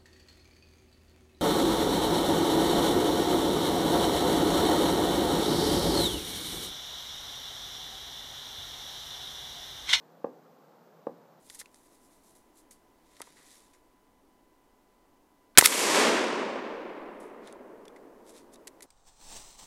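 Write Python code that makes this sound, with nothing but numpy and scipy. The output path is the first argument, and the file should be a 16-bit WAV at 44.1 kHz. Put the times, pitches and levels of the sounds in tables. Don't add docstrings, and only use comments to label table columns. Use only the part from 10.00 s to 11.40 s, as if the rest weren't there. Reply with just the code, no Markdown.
import sys
import numpy as np
from scipy import signal
from scipy.io import wavfile
from scipy.ndimage import uniform_filter1d

SR = 44100
rng = np.random.default_rng(int(sys.argv[2]) if len(sys.argv) > 2 else 0)


def master_out(mix):
    frames = np.transpose(np.atleast_2d(mix))
    ceiling = np.clip(frames, -1, 1)
    pcm = np.round(ceiling * 32767).astype(np.int16)
    wavfile.write(sys.argv[1], SR, pcm)


N = 61739


def amp(db):
    return 10 ** (np.asarray(db) / 20)


def unit(x):
    return x / np.sqrt(np.mean(x ** 2) + 1e-20)


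def read(points, hz):
    f, value = np.transpose(points)
    return np.interp(np.log(hz + 1), np.log(f + 1), value)


def add(mix, s, sound):
    part = mix[max(round(s * SR), 0):][:len(sound)]
    part += sound[:len(part)]


def ring(modes, t):
    return sum(amp(db - 60 * t / t60) * np.sin(2 * np.pi * hz * t) for hz, db, t60 in modes)


def noise(spectrum, patchy_db=0, size=2048):
    hz = np.fft.rfftfreq(size, 1 / SR)
    real, imag, patches = rng.standard_normal((3, N // (size // 4) + 5, len(hz)))
    patches = unit(uniform_filter1d(uniform_filter1d(patches, size=7, axis=0), size=8, axis=1))
    frames = (real + 1j * imag) * amp(read(spectrum, hz) + patchy_db * patches)
    return unit(signal.istft(frames.T, nperseg=size, noverlap=size - size // 4)[1][:N])


# (frequency [Hz], relative density [dB])
HISS_SPECTRUM = [(100, -5.5), (2500, -1), (4800, 1), (7200, -1.5), (9800, -9.5), (12000, -2.5),
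                 (13500, 0.5), (15300, 0)]
HISS_DB = -73


def microphone_hiss():
    return amp(HISS_DB) * noise(HISS_SPECTRUM)


# (frequency [Hz], relative density [dB])
DRONE_SPECTRUM = [(110, -68), (142, -18), (162, -5.5), (178, -12), (220, -65)]
DRONE_DB = -69


def drone():
    return amp(DRONE_DB) * noise(DRONE_SPECTRUM, size=8192)


# (frequency [Hz], relative density [dB])
AIR_SPECTRUM = [(20, -46), (68, -56), (86, -27.5), (115, -25.5), (140, -10), (200, -6.5), (240, -5),
                (300, -8), (400, -5), (510, -2.5), (640, -7.5), (800, -7), (1130, -12.5), (1600, -19),
                (2300, -29), (4000, -34.5), (15000, -66)]
AIR_DB = -59


def room_air():
    return amp(AIR_DB) * noise(AIR_SPECTRUM, patchy_db=1.0)


# (frequency [Hz], relative level [dB])
TAIL_SPECTRUM = [(80, -4), (170, 4), (330, 5.5), (520, -4.5), (680, -2), (900, -0.5), (1500, 4), (4000, 0)]
# (frequency [Hz], t60 [s])
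TAIL_DECAY = [(150, .42), (450, .44), (1000, .36), (3000, .22)]


def diffuse_tail(t):
    white = rng.choice([-1., 1.], len(t))
    hz, frame_s, bands = signal.stft(white, SR, nperseg=512)
    level_db = read(TAIL_SPECTRUM, hz)[:, None] - 60 * frame_s / read(TAIL_DECAY, hz)[:, None]
    tail = signal.istft(bands * amp(level_db), SR, nperseg=512)[1][:len(t)]
    return tail / np.linalg.norm(tail)


# (delay [s], level [dB])
REFLECTIONS = [(.0036, -15), (.0128, -13), (.0235, -16.5)]
TAIL_DELAY_S, TAIL_DB = .012, -14.5


def room_reverb(x):
    t = np.arange(SR // 2) / SR
    response = np.zeros(len(t))
    add(response, TAIL_DELAY_S, amp(TAIL_DB) * diffuse_tail(t))
    direct = (0.00015, 0.009)
    for delay_s, db in [direct] + REFLECTIONS:
        add(response, delay_s, amp([db]))
    return signal.fftconvolve(x, response)[:N]


# (frequency [Hz], relative level [dB], t60 [s])
STANDING_WAVES = [(172, -33, 0.22), (250, -35, .24), (295, -31, .24), (363, -25, .24), (435, -42, .24),
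                  (493, -32, .24), (800, -48, 0.29)]
BOOM_DB, BOOM_RISE_S = -6.5, .018


def room_boom():
    t = np.arange(SR // 2) / SR
    rise = 1 - np.exp(-(t / BOOM_RISE_S) ** 2)
    return amp(BOOM_DB) * ring(STANDING_WAVES, t) * rise


# (frequency [Hz], relative level [dB], t60 [s])
BALL_MODES = [(345, 1.5, .016), (486, 10.3, .0177), (723, 9.6, .0104), (941, -12.5, .035),
              (1162, -0.65, .0115), (1361, -2.5, .0072), (1520, -24, .022), (2640, -20, .006)]
SHELL_RISE_S = .00155
SLAP_BAND_HZ, SLAP_DB, SLAP_T60_S = (1500, 4200), -36, .016


def thump():
    t = np.arange(SR // 10) / SR
    bandpass = signal.butter(2, SLAP_BAND_HZ, "band", fs=SR, output="sos")
    skin = unit(signal.sosfilt(bandpass, rng.standard_normal(len(t))))
    slap = amp(SLAP_DB - 60 * t / SLAP_T60_S) * skin
    rise = 1 - np.exp(-(t / SHELL_RISE_S) ** 2)
    return (ring(BALL_MODES, t) + slap) * rise


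# (time [s], gain [dB])
CONTACTS = [(0.2434, -18.5), (1.0685, -20.5)]


def bouncing_ball():
    thumps, booms = np.zeros((2, N))
    for time_s, db in CONTACTS:
        add(thumps, time_s, amp(db) * thump())
        add(booms, time_s, amp(db) * room_boom())
    return room_reverb(thumps) + booms


LOW_CUT_HZ, HIGH_CUT_HZ = 155, 15400


def scene():
    highpass = signal.butter(4, LOW_CUT_HZ, "high", fs=SR, output="sos")
    ball = signal.sosfilt(highpass, bouncing_ball())
    return (ball + room_air() + drone() + microphone_hiss())[None]


def record(dry):
    lowpass = signal.firwin(511, HIGH_CUT_HZ, window=("kaiser", 9), fs=SR)
    return signal.oaconvolve(dry, lowpass[None], "same")


dry = scene()
out = record(dry)
master_out(out)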